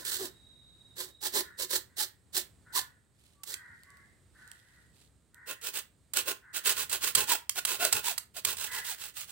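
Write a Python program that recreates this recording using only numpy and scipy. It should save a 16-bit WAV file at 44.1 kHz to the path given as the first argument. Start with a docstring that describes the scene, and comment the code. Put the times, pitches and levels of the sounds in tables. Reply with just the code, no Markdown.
"""A hacksaw cuts plastic pipe in quick strokes beside a house wall: toothed friction excites pipe resonances.
From the start there is a faint outdoor rumble of filtered noise, rough crow caws and a narrow insect tone that
soon stops; the pipe is sawn near the ground. In a pause come sine whistles of a small bird, rustles and taps.
Then the pipe is held higher and sawn in denser strokes, with knocks of the saw frame as ringing impacts
and dull bumps; crows go on calling in the distance."""
import sys
import numpy as np
from scipy import signal
from scipy.fft import rfft, irfft, next_fast_len
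from scipy.io import wavfile

SR = 44100
rng = np.random.default_rng(int(sys.argv[2]) if len(sys.argv) > 2 else 0)


def wav_record(signal):
    """Record a signal, one row per channel, as 16-bit PCM in the file named by sys.argv[1]."""
    frames = np.transpose(np.atleast_2d(signal))
    bounded = np.clip(frames, -1, 1)
    # unit amplitude maps onto the largest positive 16-bit level
    quanta = np.round(bounded * 32767).astype(np.int16)
    wavfile.write(sys.argv[1], SR, quanta)


N = 410571
TIME = np.arange(N) / SR  # s
STROKE_SIZE = 16384  # samples computed for each stroke
STROKE_BINS_HZ = np.fft.rfftfreq(STROKE_SIZE, 1 / SR)
LIFTED_S = 4.5  # crouched before this time, standing after it


def amp(db):
    """Level definition: decibels to amplitude gain."""
    return 10 ** (np.asarray(db) / 20)


def unit(x):
    """Power normalisation: scales to rms 1."""
    return x / np.sqrt(np.mean(x ** 2) + 1e-20)


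def read(points, hz):
    """Interpolation of a spectrum table on a logarithmic frequency axis."""
    f, value = np.transpose(points)
    return np.interp(np.log(hz + 1), np.log(f + 1), value)


def add(mix, s, sound):
    """Superposition: adds a sound to the mix at time s."""
    part = mix[..., max(round(s * SR), 0):][..., :sound.shape[-1]]
    part += sound[..., :part.shape[-1]]


def colour(x, points):
    """Spectral shaping by a table; white noise keeps its power."""
    size = next_fast_len(x.shape[-1])
    gain = unit(amp(read(points, np.fft.rfftfreq(size, 1 / SR))))
    spectrum = rfft(np.float32(x), size) * np.float32(gain)
    return irfft(spectrum, size)[..., :x.shape[-1]]


def ring(x, modes):
    """Modal resonance: convolves x with decaying cosines; white noise keeps its power."""
    t = np.arange(2048) / SR
    body = sum(amp(db) * width * np.exp(-np.pi * width * t) * np.cos(2 * np.pi * hz * t)
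               for hz, width, db in modes)
    body = body / np.linalg.norm(body)
    return np.apply_along_axis(signal.oaconvolve, -1, x, body)[..., :x.shape[-1]]


def lowcut(x, hz):
    """Radiation efficiency: small, thin parts radiate little bass."""
    return signal.sosfilt(signal.butter(3, hz, "high", fs=SR, output="sos"), x)


def drift(size, per_s):
    """Slow random modulation: straight lines between normal draws, per_s of them a second."""
    knots = rng.standard_normal(size // 8 + 2)
    at = np.arange(size) * min(per_s / SR, 1 / 8)
    return np.interp(at, np.arange(len(knots)), knots)


def two_ears(size, shared):
    """Interaural coherence: white noise of which the ears share a given part of the power."""
    shared = np.clip(shared, 0, 1)
    common = rng.standard_normal(size)
    separate = rng.standard_normal((2, size))
    return np.sqrt(shared) * common + np.sqrt(1 - shared) * separate


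def reflections(x, t60s, delay):
    """Diffuse reverberation: sparse echoes, different for each ear, decaying by band."""
    shape = (2, SR * 3 // 4)
    taps = rng.choice([-1., 1.], shape) * (rng.random(shape) < .15)
    hz, t, z = signal.stft(taps, SR, nperseg=128)
    decay = 1e-3 ** (t / read(t60s, hz)[:, None])  # falls 60 dB in one t60
    tail = signal.istft(z * decay, SR, nperseg=128)[1]
    tail = tail / np.linalg.norm(tail, axis=1, keepdims=True)
    tail = np.pad(tail, ((0, 0), (int(abs(delay) * SR), 0)))
    return signal.fftconvolve(np.float32(x[None]), np.float32(tail), axes=1)[:, :N]


# spectral density of the outdoor rumble and hiss: f/Hz, relative level/dB
AIR_SPECTRUM = [(25, -27.5), (62, 2), (120, -1), (200, -8), (400, -14), (800, -23), (1700, -24.5),
                (2600, -29.5), (4000, -26.5), (6000, -33), (8300, -20), (11000, -36), (16000, -38)]
AIR_DB = -65


def air():
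    """Partly coherent noise field: distant rumble and faint hiss whose level wanders."""
    noise = 0.8 * rng.standard_normal(N) + 0.59 * rng.standard_normal((2, N))
    level = amp(AIR_DB + 2.4 * drift(N, 3.24))
    return level * colour(noise, AIR_SPECTRUM)


INSECT_DB, INSECT_STOP_S, INSECT_FADE_S = -60, 1.5, .2  # level before the echo mix
# bird whistles, levels before the echo mix: start t/s, length t/s, level/dB, f/Hz
BIRD_WHISTLES = [(3.33, 0.19, -68.5, 1140), (3.85, 0.13, -61.5, 1133), (3.96, 0.069, -68, 1118)]


def bird_and_insect():
    """Narrow-band noise gives a fuzzy insect tone; frequency-modulated sines give soft whistles."""
    fade = np.clip((INSECT_STOP_S - TIME) / INSECT_FADE_S, 0, 1)
    band = [(3000, -54.0), (3650, -23.0), (3770, -3), (3830, 1.5), (3950, -26), (4600, -57)]  # f/Hz, dB
    out = amp(INSECT_DB) * fade * colour(rng.standard_normal(N), band)
    for s, length, db, hz in BIRD_WHISTLES:
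        size = int(length * SR)
        turns = np.cumsum(hz * (1 + 0.0093 * drift(size, 97))) / SR
        add(out, s, amp(db) * unit(np.sin(2 * np.pi * turns) * np.hanning(size)))
    return 0.54 * out + .5 * reflections(out, [(1000, 0.36), (4000, 0.93)], 0.022)


# crow calls, levels before the echo mix: start t/s, length t/s, level/dB, factor on the throat frequencies
CROW_CALLS = [(0, 0.17, -52, 0.99), (1.331, 0.22, -55, 0.98), (1.848, 0.25, -68, 1.07),
              (2.643, 0.21, -54.5, 0.97), (3.486, 0.28, -52.5, 1.04), (3.819, 0.24, -59.5, 1.13),
              (4.33, 0.22, -56.5, 0.99), (4.598, .24, -64.5, 1.07), (5.325, 0.23, -54.5, 1.04),
              (6.408, .24, -54.5, 1), (8.659, 0.15, -41.5, 1.12)]
# throat resonances before that factor: f/Hz, width f/Hz, relative level/dB
THROAT_MODES = [(960, 89, -12.5), (1534, 140, 10.5), (1764, 130, 12)]
CAW_START_HZ = 491.5


def crows():
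    """Source-filter principle: noisy harmonics through throat resonances, far off among houses."""
    out = np.zeros(N)
    for s, length, db, throat in CROW_CALLS:
        u = np.linspace(0, 1, int(length * SR))
        # the pitch rises slightly, then falls, with a rough wobble
        pitch = CAW_START_HZ * (1 + .12 * u - .22 * u ** 2) * (1 + 0.046 * drift(len(u), 348.6))
        turns = np.cumsum(pitch) / SR
        harmonics = unit(sum(np.cos(2 * np.pi * k * turns) for k in range(2, 6)))
        voice = harmonics * (1 + 0.35 * drift(len(u), 298))
        breath = 4.0 * rng.standard_normal(len(u))
        modes = [(f * throat, width, mode_db) for f, width, mode_db in THROAT_MODES]
        caw = ring(voice + breath, modes)
        caw = signal.sosfilt(signal.butter(6, [800, 2050], "band", fs=SR, output="sos"), caw)
        add(out, s, amp(db) * unit(caw) * signal.windows.tukey(len(u), .35))
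    return 0.52 * out + 0.83 * reflections(out, [(1000, 0.16), (2000, 0.69)], .02)


# shifts of the body that rustle clothes and sand: middle t/s, length t/s, level/dB at the middle
BODY_SHIFTS = [(3.263, 0.27, -67.5), (3.802, 0.84, -72.5), (4.473, 0.34, -66), (4.726, 0.44, -68.5),
               (5.012, 0.17, -64)]


def rustle():
    """Granular friction: randomly gated noise swells and fades as the body shifts."""
    swell = np.zeros(N)
    for s, length, db in BODY_SHIFTS:
        add(swell, s - length / 2, amp(db) * np.sin(np.linspace(0, np.pi, int(length * SR))))
    grains = two_ears(N, 0.41) * unit(amp(3.4 * drift(N, 300)))
    spectrum = [(300, -7.0), (1500, -7), (4000, 2.0), (6000, -5.5), (8500, 1), (11000, -6), (15000, -13)]
    return swell * colour(grains, spectrum)


# dull low bumps: shuffles in the pause, then thumps that go with the loudest frame knocks: onset t/s, level/dB
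# at the top of the envelope
LOW_BUMPS = [(3.67, -66.5), (4.35, -69), (7.15, -53), (7.92, -54.5), (8.44, -60)]
BUMP_RISE_S = 0.034


def bumps():
    """Soft impact: low-frequency noise under a critically damped pulse envelope."""
    envelope = np.zeros(N)
    age = TIME[:SR] / BUMP_RISE_S
    for s, db in LOW_BUMPS:
        add(envelope, s, amp(db) * age * np.exp(1 - age))
    spectrum = [(30, -27.5), (85, 1), (130, -5), (220, -5.5), (400, -24), (1500, -51)]  # f/Hz, dB
    return envelope * colour(rng.standard_normal(N), spectrum)


# modes that ring in a knock or tap: f/Hz, width f/Hz, relative level/dB
FRAME_MODES = [(1400, 300, -47), (2160, 110, -34), (3200, 97, 11.5), (4450, 2800, 7), (6860, 190, 8),
               (8140, 790, 18), (10000, 1200, 5.5), (14100, 1200, 6)]


def knock(db, length):
    """Impact excitation: a brief rattle of contacts rings the resonances of frame and pipe."""
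    t = np.arange(SR // 20) / SR
    contacts = two_ears(len(t), .5) * unit(amp(1.5 * drift(len(t), 2500)))
    sound = lowcut(ring(contacts * np.exp(-(t / length) ** 3), FRAME_MODES), 760)
    # the peak is taken as 2.88 times the rms of the first 200 samples
    return amp(db) * sound / (2.88 * np.sqrt(np.mean(sound[:, :200] ** 2)))


# saw frame meets pipe: t/s, nominal peak level/dB, rattle length t/s
FRAME_KNOCKS = [(0.05, -24.5, 0.0068), (3.434, -29, 0.0081), (3.540, -21.5, 0.0054), (5.613, -40.5, 0.0067),
                (6.1354, -20.5, 0.0085), (6.17, -14, 0.004), (6.669, -16, 0.0077), (6.895, -25.5, 0.015),
                (6.927, -16.5, 0.0081), (7.15, -6.5, 0.0092), (7.4939, -13, 0.0053), (7.585, -45, 0.0067),
                (7.6509, -12, 0.0069), (7.85, -11, 0.0039), (7.926, -8, 0.0098), (8.179, -17, 0.0077),
                (8.4489, -11, 0.0079), (8.5697, -27.5, 0.0064)]
# crumbs and small taps while the pipe is handled: t/s, nominal peak level/dB
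SMALL_TAPS = [(3.8346, -45), (3.904, -48), (3.9713, -51), (4.477, -44.5), (4.516, -35.5), (5.345, -44.5)]


def handling():
    """Superposition of impacts and friction: frame knocks, 1 ms taps, rustle and bumps."""
    out = np.zeros((2, N))
    for s, db, length in FRAME_KNOCKS:
        add(out, s, knock(db, length))
    for s, db in SMALL_TAPS:
        add(out, s, knock(db, .001))
    return out + rustle() + bumps()


def pipe_response(modes):
    """Modal superposition: complex response of damped resonances, with unit power gain."""
    response = sum(amp(db) / (1 + 2j * (STROKE_BINS_HZ - hz) / width) for hz, width, db in modes)
    # a thin pipe radiates little bass
    response = response * STROKE_BINS_HZ ** 3 / (STROKE_BINS_HZ ** 3 + 280 ** 3)
    return response / np.sqrt(np.mean(abs(response) ** 2))


BITE_S = 0.025  # the blade skims this long before the teeth bite
FASTEST = .47  # share of a stroke after which the blade is fastest
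SAG_PER_S = 3  # the teeth drag, so their rate sags through a stroke (e-folds a second)


def stroke(row, rasp, pipe, treble_db, jitter=.05, grit_db=2.52, chip_db=1.25, skim=0.57, swell=1.58,
           buzz_noise=0.74):
    """Toothed friction: teeth catch at a rate tied to blade speed, tearing chips and kicking the pipe."""
    start, length, tooth_hz, db, pipe_db, note_db = row
    bite, fastest, end = start + BITE_S, start + FASTEST * length, start + length
    t = max(start, 0) + np.arange(STROKE_SIZE) / SR
    speed = abs(np.sin(np.interp(t, [start, fastest, end], [0, np.pi / 2, np.pi])))
    force = speed ** swell * np.interp(t, [bite - .002, bite + 0.008], [skim, 1])
    force *= unit(amp(grit_db * drift(STROKE_SIZE, 190.2)))  # the blade judders in the slot

    rate = tooth_hz * (.55 + .45 * speed) * np.exp(-SAG_PER_S * (t - fastest))
    teeth = np.cumsum(rate * (1 + jitter * drift(STROKE_SIZE, 350))) / SR  # count of teeth passed
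    catches = np.diff(np.floor(teeth), prepend=0)
    kicks = catches * np.sqrt(SR / rate) * (1 + 0.59 * rng.standard_normal(STROKE_SIZE))
    # tearing is loudest just after a tooth catches; chips differ in size
    tearing = 0.5 + 1.5 * np.exp(-(teeth % 1) / 0.41)
    chips = unit(amp(chip_db * drift(STROKE_SIZE, 1400)) * tearing)

    hiss, body = two_ears(STROKE_SIZE, .4), two_ears(STROKE_SIZE, .75)
    treble = unit(amp(treble_db * np.clip((STROKE_BINS_HZ - 4500) / 3500, 0, 1)))
    scrape = rfft(force * (chips * hiss + 0.16 * kicks)) * rasp * treble
    buzz = rfft(force * (0.49 * kicks + buzz_noise * chips * body)) * pipe * amp(pipe_db)

    # the wall sings a husky note: three harmonics of the tooth rate, each fluctuating
    note = 0
    for k, k_db in enumerate([0, -11, -14], 1):
        wander = 0.5 + .5 * drift(STROKE_SIZE, 218) + .5j * drift(STROKE_SIZE, 214.7)
        note = note + amp(k_db) * (np.exp(2j * np.pi * k * teeth) * wander).real
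    return t[0], amp(db) * (irfft(scrape + buzz) + amp(note_db) * force * speed * note)


# saw strokes: start t/s, length t/s, nominal tooth rate f/Hz (before jitter, where the blade is fastest),
# rasp level/dB, then relative to it: pipe buzz level/dB (before the buzz gain), tooth note level/dB
SAW_STROKES = [(-0.04, 0.092, 400.5, -44, -9, -27.5), (0.022, 0.19, 477, -30, -25.5, -30.5),
               (0.156, 0.15, 379.5, -36.5, -13.5, -5.5), (0.952, .117, 519.3, -33.5, -17.5, -21),
               (1.027, .1, 402, -52.5, -7.5, -22.5), (1.202, .112, 846, -30, -18, -15),
               (1.313, 0.12, 421.4, -25, -12, -18), (1.569, .098, 549, -30, -18.5, -16.5),
               (1.681, .122, 528, -26, -17.5, -39.5), (1.957, 0.11, 851, -27, -26.5, -17),
               (2.321, 0.11, 800, -27, -20, -24.5), (2.72, 0.11, 1019, -27, -26, -6),
               (3.443, 0.13, 426, -38.5, -23.5, -26), (5.454, 0.1, 520, -35.5, -11.5, -26),
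               (5.608, 0.11, 499, -30, -18.5, -33), (5.715, 0.11, 894, -31, -21, -31),
               (6.132, .1, 594, -25, -18, -32), (6.245, 0.093, 560, -26.5, -11.5, -20),
               (6.527, 0.081, 797, -29, -19.5, -36), (6.628, .12, 1001, -21, -20.5, -43),
               (6.738, 0.13, 1101, -26.5, -20, -26), (6.885, .11, 903.5, -29, -17, -36),
               (6.994, 0.14, 1103, -26, -21, -32), (7.133, 0.13, 1000, -24, -14, -32),
               (7.258, 0.12, 993, -22, -19.5, -10), (7.548, .06, 807, -24.5, -19, -17.5),
               (7.64, 0.15, 998, -27.5, -17, -19), (7.772, .14, 689, -25, -12.5, -8),
               (7.895, 0.13, 897, -28, -13.5, -30), (8.013, 0.14, 953, -27, -23.5, -12),
               (8.336, 0.078, 709, -33.5, -19.5, -13.5), (8.435, 0.13, 1100, -29.5, -18, -18),
               (8.551, 0.16, 1011, -31.5, -22.5, -26), (8.687, .16, 1009, -33.5, -22, -13),
               (8.815, 0.16, 952, -32, -28.5, -16.5), (8.956, .17, 897, -37.5, -24, -40),
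               (9.129, 0.14, 748, -35, -39, -25), (9.258, 0.12, 795, -41.5, -20, -29)]
# blade rasp spectra, crouched and standing: f/Hz, relative density level/dB
RASP_CROUCHED = [(200, -25), (700, -24.5), (1300, -10), (1750, -4), (2450, -13), (3100, -5), (4100, 2),
                 (5000, -2.5), (6300, -4), (6750, -4), (7800, 0.5), (10000, -5.5), (13000, -5.5),
                 (15500, -2.5)]
RASP_STANDING = [(200, -29.5), (700, -17), (1250, -7.5), (1550, -3.5), (2250, -5.5), (2750, -0.5),
                 (3600, -1), (6250, -4.5), (6750, 1.5), (7200, -6), (7900, 4), (9500, -1.5), (13000, -7),
                 (15500, 2.5)]
# pipe resonances, crouched and standing: f/Hz, width f/Hz, relative level/dB
PIPE_CROUCHED = [(371, 47, 8.5), (528, 130, -3), (864, 61, -7.5), (1009, 49, -2.5), (1710, 350, -8.5)]
PIPE_STANDING = [(426, 109, 2.5), (590, 180, -5), (851, 36, -4), (1061, 35, 3.5), (1442, 67, 5.5),
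                 (2600, 105, 5), (3070, 34, -3.5), (3963, 47, 2)]
BUZZ_CROUCHED_DB, BUZZ_STANDING_DB = 2.0, 4.5
TREBLE_CROUCHED_DB, TREBLE_STANDING_DB = 0.14, -1.87  # tilt of the rasp from 4.5 to 8 kHz


def sawing():
    """Boundary conditions set the modes: the pipe rings differently once lifted and held near the cut."""
    out = np.zeros((2, N))
    rasp_crouched = unit(amp(read(RASP_CROUCHED, STROKE_BINS_HZ)))
    rasp_standing = unit(amp(read(RASP_STANDING, STROKE_BINS_HZ)))
    pipe_crouched = amp(BUZZ_CROUCHED_DB) * pipe_response(PIPE_CROUCHED)
    pipe_standing = amp(BUZZ_STANDING_DB) * pipe_response(PIPE_STANDING)
    crouched = rasp_crouched, pipe_crouched, TREBLE_CROUCHED_DB
    standing = rasp_standing, pipe_standing, TREBLE_STANDING_DB
    for row in SAW_STROKES:
        posture = crouched if row[0] < LIFTED_S else standing
        add(out, *stroke(row, *posture))
    return out


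# reverberation of wall and yard: f/Hz, t60 t/s
YARD_DECAY = [(250, 0.23), (700, 0.25), (1800, 0.28), (4500, 0.2), (9000, 0.18), (16000, 0.2)]
LAG_CROUCHED_S, LAG_STANDING_S = .00019, .00007  # the left ear hears the work this much later


def scene():
    """Interaural delay puts the close work to the right, less so once lifted; wall and yard add a tail."""
    left, right = sawing() + handling()
    lag = np.where(TIME < LIFTED_S, round(LAG_CROUCHED_S * SR), round(LAG_STANDING_S * SR))
    direct = np.array([left.take(np.arange(N) - lag, mode="clip"), right])
    tail = amp(-10.5) * reflections(right, YARD_DECAY, .006)
    return direct + tail + crows() + bird_and_insect() + air()


# interaural level difference: f/Hz, left minus right level/dB
LEFT_MINUS_RIGHT = [(100, 0.5), (250, -1), (600, -1.5), (1100, 1.5), (1600, 0.5), (2800, -5), (5000, -5),
                    (6600, -3), (8000, -14.5), (10500, -9), (15500, -10.5)]
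EDGE_HZ = 15950  # upper band limit


def record(dry):
    """Level difference by band makes the right channel brighter; a linear-phase filter limits the band."""
    size = next_fast_len(N)
    lean_db = read(LEFT_MINUS_RIGHT, np.fft.rfftfreq(size, 1 / SR))
    gains = amp([lean_db / 2, -lean_db / 2])
    gains = gains / np.sqrt(np.mean(gains ** 2, axis=0))  # mean power of the two is kept
    heard = irfft(rfft(dry, size) * gains, size)[:, :N]
    lowpass = signal.firwin(401, EDGE_HZ, window=("kaiser", 8), fs=SR)
    return signal.oaconvolve(heard, lowpass[None], "same")


dry = scene()
out = record(dry)
wav_record(out)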